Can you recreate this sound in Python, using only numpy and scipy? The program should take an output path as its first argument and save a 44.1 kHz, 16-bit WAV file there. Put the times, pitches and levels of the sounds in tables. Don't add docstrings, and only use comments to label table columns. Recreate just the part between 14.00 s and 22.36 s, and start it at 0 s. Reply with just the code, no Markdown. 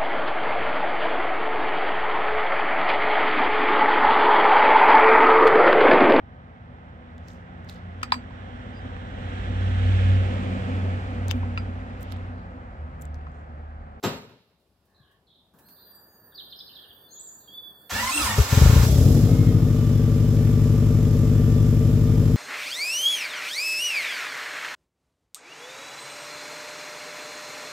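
import sys
import numpy as np
from scipy import signal
from scipy.fft import rfft, irfft
from scipy.io import wavfile

SR = 44100
rng = np.random.default_rng(int(sys.argv[2]) if len(sys.argv) > 2 else 0)


def to_wav(s):
    ch = np.atleast_2d(s).T
    pcm = np.round(np.clip(ch, -1, 1) * 32767)
    wavfile.write(sys.argv[1], SR, pcm.astype(np.int16))


N = 368676
T, HZ = np.arange(N) / SR, np.fft.rfftfreq(N, 1 / SR) + 1e-3

# [t/s, level/dB]
STARTER = [
    (3.893, -40),
    (3.906, -30.5),
    (4.04, -29.5),
    (4.14, -33.5),
    (4.254, -26.5),
    (4.35, -32),
    (4.392, -26.5),
    (4.474, -32),
    (4.52, -26.5),
    (4.855, -30),
]


def undb(db):
    return np.exp(np.asarray(db) * np.log(10) / 20)


def unit(x):
    return x / np.sqrt(np.mean(x ** 2))


def over_hz(table):
    hz, value = np.transpose(table)
    return np.interp(np.log(HZ), np.log(hz), value)


def over_time(table, edge=0.0051):
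    s, *columns = np.transpose(table)
    gate = np.clip(np.minimum(T - s[0], s[-1] + edge - T) / edge, 0, 1)
    return [np.interp(T, s, c) for c in columns] + [gate]


def walk(rate, size=N):
    knots = rng.standard_normal(int(size / SR * rate) + 2)
    return np.sqrt(3 / 2) * np.interp(T[:size] * rate, np.arange(len(knots)), knots)


def plain(colour):
    return unit(irfft(rfft(rng.standard_normal(N)) * undb(over_hz(colour)), N))


def hiss(colour, flicker_db):
    white = rfft(rng.standard_normal(N)) * undb(over_hz(colour))
    octave = np.clip(np.log2(HZ / 30), 0, 9)
    out = 0
    for k in range(10):
        band = irfft(white * np.clip(1 - abs(octave - k), 0, 1), N)
        out = out + undb(flicker_db * walk(9)) * band
    return unit(out)


def tone(hz, wobble):
    size = np.size(hz) if np.ndim(hz) else N
    turns = np.cumsum(hz * (1 + wobble * walk(150, size=size))) / SR
    return np.sqrt(2) * np.sin(2 * np.pi * turns + 6 * rng.random())


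def ring(blows, hz, width):
    return blows * 1j * HZ * width / (hz * hz - HZ ** 2 + 1j * HZ * width)


def rings(table, lift_db):
    return 1 + sum(abs(ring(undb(db + lift_db), hz, width)) ** 2 for hz, width, db in table)


def echoes(x, t60):
    tail = rng.standard_normal(SR) * np.exp(-np.log(1000) * T[:SR] / t60)
    return signal.fftconvolve(x, tail / np.linalg.norm(tail))[:N]


def yard():
    # [f/Hz, level/dB per Hz]
    air = [(18, -61), (30, -17), (46, -11), (69, -7.5), (153, -15), (179, -11), (245, -15), (718, -20),
           (2050, -35.5), (5000, -36.5), (5860, -44), (9200, -45), (12000, -41), (14700, -46), (15900, -50)]
    # [t/s, level/dB]
    far_hum = [
        (.88, -78),
        (1.0, -69.5),
        (1.15, -70.5),
        (1.22, -83),
    ]
    far_db, gate = over_time(far_hum)
    hum = tone(1700, .05) + .5 * tone(1120, .05)
    out = undb(-67) * hiss(air, 1.5) + gate * undb(far_db) * echoes(hum, .3)
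    seat_s, seat_fade_s = 1, 0.014
    age = np.maximum(T - seat_s, 0) / seat_fade_s
    return out + undb(-47.5) * age * np.exp(-age) * plain([(40, -70), (125, 6), (350, -70)])


def song(notes, bend, late, full):
    hz, gain = np.full(N, 1. * notes[0][2]), np.zeros(N)
    for s, db, from_hz, to_hz, length in notes:
        start, done = int(s * SR), np.linspace(0, 1, int(length * SR))
        hz[start:] = to_hz
        hz[start:start + len(done)] = from_hz + (to_hz - from_hz) * done ** bend
        gain[start:start + len(done)] += undb(db) * np.abs(np.sin(np.pi * done ** late)) ** full
    return hz, gain


def voices(hz):
    pair = tone(.98 * hz, .03) + .7 * tone(1.05 * hz, .03)
    return pair * (1 + .4 * walk(300) + .35 * walk(700))


def birds():
    # [t/s, level/dB, from f/Hz, to f/Hz, length/s]
    chatter = [(2.309, -56, 3780, 3500, 0.061), (2.346, -40.5, 4720, 4350, 0.039),
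               (2.372, -35, 4320, 3100, 0.049), (2.42, -42, 4070, 3500, 0.031),
               (2.455, -45, 3920, 3050, 0.035), (2.498, -49, 4980, 4750, 0.022),
               (2.512, -38, 4430, 2950, 0.042), (2.558, -45.5, 5150, 4800, 0.025),
               (2.586, -38, 5220, 3800, 0.019), (2.596, -32.5, 3840, 3450, 0.021),
               (2.66, -42, 4900, 3500, 0.042), (2.692, -40.5, 3080, 2850, 0.0333),
               (2.726, -42, 3810, 3650, 0.021), (2.75, -36.5, 4950, 3000, 0.025),
               (2.766, -41.5, 3250, 3340, 0.046), (2.818, -40.5, 4100, 2700, 0.044),
               (2.886, -40.5, 3890, 2800, 0.041)]
    seep = [
        (1.91, -71, 8140, 6540, 0.19),
        (2.08, -70, 6600, 6900, 0.13),
        (3.092, -43.5, 6560, 7450, 0.27),
        (3.195, -48, 7500, 6640, 0.25),
        (3.75, -72, 7570, 7200, 0.13),
    ]
    whistles = [
        (2.962, -51, 3370, 3460, 0.029),
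        (3.025, -56, 3480, 3490, 0.059),
        (3.476, -43.5, 3194, 3370, 0.03),
        (3.506, -42.5, 3340, 3430, 0.048),
        (3.542, -36.5, 3486, 3455, 0.153),
        (3.68, -46, 3400, 3380, 0.056),
        (3.74, -60, 3380, 3490, 0.2),
    ]
    far_bird = [
        (.945, -65, 4260, 3700, 0.07),
        (1.008, -67, 3630, 2980, 0.11),
        (1.27, -62, 4176, 3240, 0.081),
        (1.348, -65.5, 4010, 3360, 0.087),
        (1.65, -66, 4140, 4640, 0.13),
        (1.762, -63.5, 3820, 4100, 0.11),
        (1.852, -71, 3300, 3520, 0.085),
        (3.08, -62, 4130, 4300, 0.098),
        (3.15, -60, 3340, 3700, 0.095),
        (3.4, -66, 4360, 3300, 0.085),
    ]
    hz, gain = song(chatter, .75, 0.9, 1.0)
    trill = tone(61.5, 0.198) / np.sqrt(2)
    near = undb(-6) * gain * (1 + 0.21 * trill) * voices(hz * (1 + 0.03 * trill))
    for notes, bend, late, full, wobble, throb in ((seep, .9, .5, 1.6, .022, .4), (whistles, .6, .8, .6, .002, .35)):
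        hz, gain = song(notes, bend, late, full)
        near = near + gain * (1 + throb * walk(60)) * tone(hz, wobble)
    hz, gain = song(far_bird, 0.34, 0.19, 0.43)
    far = gain * voices(hz)
    return undb(-6) * near + undb(-10.5) * far + echoes(undb(-9.5) * near + undb(-3) * far, 0.54)


def relays():
    # [t/s, tick level/dB, thud level re tick/dB]
    clicks = [
        (.6, -64, -7),
        (.853, -60, -11),
        (.9, -69, -14),
        (1.112, -60, -11),
        (1.537, -68, 23),
        (1.587, -46, -20),
        (1.685, -45.5, -15),
    ]
    tick = plain([(2000, -9.0), (6000, -12.5), (16000, -7.5)])
    thud = plain([(80, -15), (200, 9), (500, -29)])
    out = 0
    for s, tick_db, thud_db in clicks:
        age = np.maximum(T - s, 0)
        click = tick * np.exp(-age / 0.019) + undb(thud_db - 3.5) * thud * np.exp(-age / 0.12)
        out = out + (age > 0) * undb(tick_db - 11.5) * click
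    return out


def pump():
    # [f/Hz, level/dB per Hz]
    hum = [(40, -20), (100, -6), (400, -3), (1400, -12), (1780, -8), (2200, -48), (4000, -38), (5600, -60),
           (7000, -40), (9000, -60), (11000, -30), (13700, -22), (15900, -26)]
    # [t/s, half length/s, third order level/dB, first order level/dB]
    surges = [
        (1.926, .12, 4, 9.5),
        (3.572, 0.11, 4, 6),
    ]
    on_s, off_s, key_s = 1.58, 3.9, 3.785
    age, left = np.maximum(T - on_s, 0), np.maximum(off_s - T, 0)
    hz = 13790 - 5500 * np.exp(-age / .062)
    hz = hz + 500 * np.exp(-age / .6)
    hz = hz - 1500 * np.exp(-left / .014)
    hz = hz - 190 * np.clip((T - key_s) / .02, 0, 1)

    def flutter(db):
        return undb(db + 2.5 * walk(45))

    swell_db = sum(np.outer(db, np.exp(-((T - s) / half) ** 4)) for s, half, *db in surges)
    third, first = undb(swell_db)
    whine = third * flutter(-64) * tone(hz, 0.0022)
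    whine = whine + first * flutter(-72) * tone(hz / 3, 0.0021)
    whine = whine + flutter(-76) * tone(hz * 2 / 3, 0.002)
    for k in (-2, -1):
        whine = whine + undb(-86) * tone(hz + k * hz / 28, .003)
    out = np.minimum(age / .08, 1) ** 2 * (left > 0) * whine
    out = out + (age > 0) * undb(-74) * tone(hz * 4 / 3, .008)
    running = over_time([(1.535, 0), (3.9, 0)])[1]
    return out + running * undb(-61.5) * hiss(hum, 1.5)


def door():
    # [t/s, level/dB]
    hits = [
        (0.027, -19),
        (0.035, -10),
        (0.046, -22.5),
        (.09, -42),
        (.129, -32.5),
        (.215, -48),
        (.29, -44.5),
        (.495, -60),
    ]
    # [f/Hz, level/dB per Hz]
    colour = [(24, -25), (40, -25), (123, -1), (260, 0), (328, -9), (410, 0), (730, -13), (938, -12.5),
              (1060, -18), (4770, -29.5), (7680, -36.5), (9620, -49), (11800, -32), (15900, -44)]
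    # [f/Hz, T60/s]
    decay = [(50, 0.81), (200, 0.5), (800, 0.59), (2000, 0.7), (4000, 0.84), (8000, 0.41), (16000, 0.43)]
    # [f/Hz, width/Hz, level/dB]
    panel = [(1250, 43, -2.5), (2750, 140, -6), (3820, 120, -2.5), (4250, 97, -2.5), (5330, 59, -6),
             (7510, 78, 4)]
    white = rfft(hiss(colour, 1.6)) * rings(panel, 3) * .9
    half_octave, t60 = 2 * np.log2(HZ / 40), over_hz(decay)
    age, out = T[:SR], 0
    for k in range(18):
        share = np.clip(1 - abs(half_octave - k), 0, 1)
        centre = share.argmax()
        rate = np.log(1000) / t60[centre]
        rise_s = 0.0033 + 2.6 / HZ[centre]
        swing = 0
        for s, db in hits:
            a = np.maximum(age - s, 0)
            fade = np.exp(-3 * rate * a) + 0.25 * np.exp(-rate * a)
            swing = swing + undb(db - 10.5) * np.minimum(a / rise_s, 1) * fade
        out = out + swing * irfft(white * share, N)[:SR]
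    return np.pad(out, (0, N - SR))


def teeth(hz):
    # [multiple of mesh, level/dB]
    orders = [(.225, -9), (1, -7), (1.5, -26), (2, -3), (2.5, -11), (3, -4), (4, -6), (5, -7), (6, -6),
              (7, -13), (8, -8), (9.5, -16), (11, -12)]
    size, out = len(hz), 0
    for k, db in orders:
        level = undb(db + 2.9 * walk(61.2, size=size))
        flutter = 2 / (1 + k) + min(k / 4, .8) * walk(70 * k, size=size)
        out = out + level * flutter * tone(k * hz * (1 + .012 * walk(30, size=size)), 0.02)
    return out


def coasting():
    # [f/Hz, level/dB]
    freed = [(3450, -53), (5650, -51), (7950, -53)]
    age, lines = T[:SR], 0
    for hz, db in freed:
        lines = lines + undb(db + 6.2 * walk(45, size=SR)) * tone(hz * (1 - .3 * age), 0.0195)
    return np.pad(lines * np.exp(-age / .15), (int(4.86 * SR), N))[:N]


def starter():
    # [t/s, f/Hz, level/dB]
    gear = [
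        (3.9, 820, -57),
        (3.94, 835, -37.5),
        (4.03, 1005, -37),
        (4.07, 994, -34.5),
        (4.105, 1152, -36.5),
        (4.138, 1355, -31),
        (4.198, 1316, -29.5),
        (4.296, 916.5, -35.5),
        (4.35, 927, -40),
    ]
    # [f/Hz, level/dB per Hz]
    rasp_colour = [(290, -57), (500, -6), (740, -5.5), (1020, 0), (1500, -5.5), (2030, -9.5), (3960, -10.5),
                   (6400, -10), (8000, -12.5), (9400, -25), (11000, -16.5), (15900, -20.5)]
    # [f/Hz, width/Hz, level/dB]
    housing = [(1770, 42, 0), (2220, 140, -2), (2440, 220, -5), (3770, 34, -5), (4170, 130, -5),
               (4450, 46, -3), (5650, 36, -3), (5810, 23, -6), (7280, 100, -4), (12100, 900, -4)]
    mesh_db, gate = over_time(STARTER)
    hz, gear_db, turning = over_time(gear)
    whine = np.zeros(N)
    whine[turning > 0] = teeth(hz[turning > 0])
    bell = .5 + abs(ring(2.7, 1030, 73) + ring(0.66, 1680, 470) + ring(0.97, 8300, 590))
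    whine = irfft(rfft(turning * undb(gear_db) * whine) * bell, N)
    whine = whine + 0.99 * echoes(whine, 0.14)
    drone = hiss([(50, -1), (100, 6.5), (160, -18.0), (230, 0.0), (310, -11), (520, -14.0), (900, -47)], 4.5)
    labour_db = -19 * np.log2(hz / 1000)
    drone = undb(-36 + labour_db + 0.73 * (mesh_db + 31.5)) * drone
    drone = drone * np.clip((T - 3.915) / 0.01, 0, 1)
    rasp = undb(mesh_db) * irfft(rfft(hiss(rasp_colour, 0.54)) * rings(housing, -0.7) * 0.81, N)
    strain = turning * undb(-14 * np.log2(hz / 1000))
    walls = abs(ring(0.72, 1360, 48) + ring(0.11, 850, 108))
    rasp = rasp + irfft(rfft(strain * rasp) * walls, N)
    whine = whine + 0.39 * echoes(gate * rasp, 0.21)
    return gate * (rasp + drone) + whine + coasting()


def exhaust(cycles, rate):
    cylinders = [1., .72, 1., .41]
    early = [.00055, .0004, .00055, .00076]
    # [f/Hz, width/Hz, share from short header, share from long header]
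    pipe = [(54, 11, .048, -.614), (106, 11, 1., .487), (141, 13, -.327, .315), (163, 11, -.459, .044),
            (201, 39, -.075, .087), (234, 11, .212, .069), (262, 11, -.13, -.244), (314, 11, .137, -.068),
            (356, 27, -.054, -.022), (383, 192, .018, .02), (454, 34, -.06, -.088), (472, 11, .03, .027),
            (543, 11, -.015, -.032), (608, 64, -.003, -.018)]
    cold_pipe = [(52, 14, 1.31, -1.09), (64, 12, 1.34, .84), (66, 60, -2.27, -1.18), (85, 25, .46, 1.55),
                 (108, 14, 0, -1.51), (123, 53, 2.03, 1.45), (128, 94, -.11, .34), (150, 30, -.45, -.43),
                 (190, 60, -.3, -.17), (240, 25, .52, -.1), (280, 60, -.1, .02), (352, 120, .05, .02),
                 (440, 20, .24, .08), (560, 30, .13, .04)]
    # [f/Hz, width/Hz, share]
    empty_pipe = [(62, 10, -.6), (77, 34, 4.3), (88, 110, -4), (128, 65, 2.6), (217, 182, .53),
                  (419, 25, .28)]
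    # [f/Hz, level/dB]
    tailpipe = [(40, 0), (70, 1.4), (110, 1), (170, 2.5), (250, 2.26), (350, 3), (450, 2.5), (600, 3.5),
                (800, -10.5), (1600, -55)]
    # [t/s, level/dB, lope between cylinders/dB]
    strength = [(4.5, -32, 2), (4.53, -16, 0), (4.58, -13.5, -2), (4.66, -13, 0.5), (4.74, -13.5, -1.5),
                (4.83, -15.5, 1.5), (4.89, -14.5, 2), (5.08, -12.5, -2.5), (5.3, -15.5, 1),
                (5.42, -15, 1.5), (5.6, -15.5, 2), (5.75, -17, -0.36), (7.3, -15.5, -1.34),
                (8.36, -15.5, 0.2)]
    # [t/s, level scatter/dB, timing scatter/cycles]
    uneven = [(4.5, 1.8, .006), (5.2, .9, .005), (5.6, .5, .002), (8.36, .4, .0012)]
    # [t/s, share]
    warming = [(4.5, 0.02), (4.92, 0.24), (5.17, 0.92), (5.72, 1), (8.36, 0.91)]
    # [f/Hz, level/dB per Hz]
    flare = [
        (4.5, -50),
        (4.62, -39),
        (5.1, -32),
        (5.5, -38),
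        (5.9, -50),
        (8.36, -49),
    ]
    tumble_colour = [(90, -35), (200, 5.5), (320, -3.5), (440, -5.5), (700, -12.5), (1200, -46)]
    lone_s, pipe_lag_s = 4.3814, .0112

    firing = np.arange(int(4 * cycles[-1]) + 1)
    at = np.searchsorted(cycles, firing / 4 + 1e-9)
    scatter_db, slip, _ = over_time(uneven)
    chance = rng.standard_normal((len(at), 2)).T
    level_db, lope_db, _ = over_time(strength)
    lope = np.cos(2 * np.pi * (firing * .25 - 0.0081))
    level_db = level_db[at] + lope_db[at] * lope + scatter_db[at] * chance[0]
    blow = undb(level_db) / np.sqrt(rate[at] / 12.17)
    warm = over_time(warming)[0][at]
    shift_s = slip[at] * chance[1] / rate[at] - pipe_lag_s - warm * np.take(early, firing % 4)
    at = at + (shift_s * SR).astype(int)

    header = firing // 2 % 2
    blows = np.zeros((5, N))
    blows[header, at] = warm * blow * np.take(cylinders, firing % 4)
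    blows[2 + header, at] = (1 - warm) * blow * undb(49.5)
    blows[4, int(lone_s * SR)] = undb(40)
    short, long, *cold, lone = rfft(blows) * undb(over_hz(tailpipe))
    dull = undb(-4.5 * np.clip(np.log2(HZ / 300), 0, 2))
    late_turns = np.maximum(HZ - 300, 0) * .008 + np.outer([.0011, .0021], HZ)
    cold = cold * dull * np.exp(-2j * np.pi * late_turns)
    long = long * np.exp(-2j * np.pi * HZ * .00435)
    flowing = irfft(sum(ring(a * short + b * long, f, w) for f, w, a, b in pipe), N)
    barks = sum(ring(a * cold[0] + b * cold[1], f, w) for f, w, a, b in cold_pipe)
    barks = irfft(barks + sum(ring(a * lone, f, w) for f, w, a in empty_pipe), N)
    flare_db, flaring = over_time(flare)
    tumble = flaring * undb(flare_db + 5.1 * walk(30)) * plain(tumble_colour)
    flowing = flowing * undb(-16.0) / np.std(flowing[6 * SR:])
    return flowing + barks + 0.32 * echoes(barks, 0.2) + tumble


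def engine():
    # [t/s, engine cycles per s]
    speed = [(4.529, 4.559), (4.7, 7.151), (4.9, 7.749), (5.1, 10.995), (5.3, 12.883), (5.45, 12.919),
             (5.7, 12.25), (5.95, 11.951), (6.2, 12.166), (6.5, 12.058), (6.8, 12.074), (7.1, 12.291),
             (7.4, 12.105), (7.7, 12.117), (8.0, 12.24), (8.36, 12.488)]
    # [f/Hz, level/dB per Hz]
    gas_colour = [(180, -30), (300, -19), (379, -17), (447, -7.5), (502, -18), (564, -8.5), (633, -17),
                  (898, -23), (1190, -21.5), (1690, -28.5), (4420, -29.5), (7270, -29), (9330, -39.5),
                  (11600, -30.5), (15900, -37.5)]
    # [f/Hz, width/Hz, level/dB]
    covers = [(1790, 90, -2), (3480, 200, 0), (5200, 350, 2), (5990, 100, -3), (7160, 300, 0)]
    # [multiple of engine cycle, level/dB]
    belt_orders = [(97.5, -57), (148.4, -67), (250.8, -67), (286.3, -70)]
    catch_s, dry_s, oil_s = 4.5285, 4.88, 0.64
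    rate = over_time(speed)[0]
    cycles = np.cumsum(rate * (T >= catch_s)) / SR
    dryness = np.clip(1 - (T - dry_s) / oil_s, 0, 1)
    gate = np.clip((T - dry_s + 0.055) / 0.0057, 0, 1)
    puff = 1 + .15 * np.cos(8 * np.pi * cycles + 1.5) + .1 * np.cos(6 * np.pi * cycles + 1.5)
    noise = rfft(hiss(gas_colour, 0.44)) * rings(covers, -4.0) * 0.89
    bright = np.clip(np.log2(HZ / 2000), 0, 1)
    gas = undb(-39 + 4 * dryness) * irfft(noise * (1 - bright), N)
    valves = undb(-43 + 12.5 * dryness) * irfft(noise * bright, N)
    belt = 0
    for k, db in belt_orders:
        level_db = db + 2.0 - 8 * np.clip(3 * dryness - 1.2, 0, 1) + min(k / 50, 4) * walk(20)
        belt = belt + undb(level_db) * tone(k * rate, 0.00516)
    squeal = np.clip((rate - 12.62) / 0.21, 0, 1)
    belt = belt + undb(-54) * squeal * tone(166.5 * rate, 0.003)
    return exhaust(cycles, rate) + gate * (puff * (gas + valves) + belt)


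def microphones(sources):
    # [f/Hz, left minus right level/dB]
    balance = [(60, 3.5), (110, 3.5), (200, 3.7), (380, 2.8), (700, 1.5), (1290, -2.5), (2380, -2.0),
               (4400, -1.0), (8120, -2.5), (15000, -4.5)]
    # [f/Hz, correlation]
    likeness = [(60, 0.999), (130, 0.998), (290, 0.985), (640, 0.91), (1410, 0.55), (3100, 0.22),
                (6820, -0.01), (15000, -0.34)]
    mid = rfft(sources)
    s = 1j * HZ / 50
    mid = mid * s ** 4 / (s * s + .77 * s + 1) / (s * s + 1.85 * s + 1)
    mid = mid * (HZ < 15920)
    smear = rng.standard_normal(16000) * np.exp(-np.arange(16000) / 2300)
    alike = np.clip(over_hz(likeness), -.9, 1)
    side = np.sqrt((1 - alike) / (1 + alike)) * rfft(smear / np.linalg.norm(smear), N)
    tilt = undb(over_hz(balance) / 2)
    return irfft(mid[:, None] * np.array([(1 + side) * tilt, (1 - side) / tilt]), N)


def scene():
    around = yard() + birds() + relays() + pump() + door()
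    car = starter() + engine()
    car, around = microphones([car, around])
    return around + car * (T > STARTER[0][0])


def top_cut(x):
    return signal.sosfilt(signal.butter(12, 15920, fs=SR, output="sos"), x)


def record(dry):
    rounded = np.tanh(dry / 1.923) * 1.832
    return top_cut(rounded)


dry = scene()
out = record(dry)
to_wav(out)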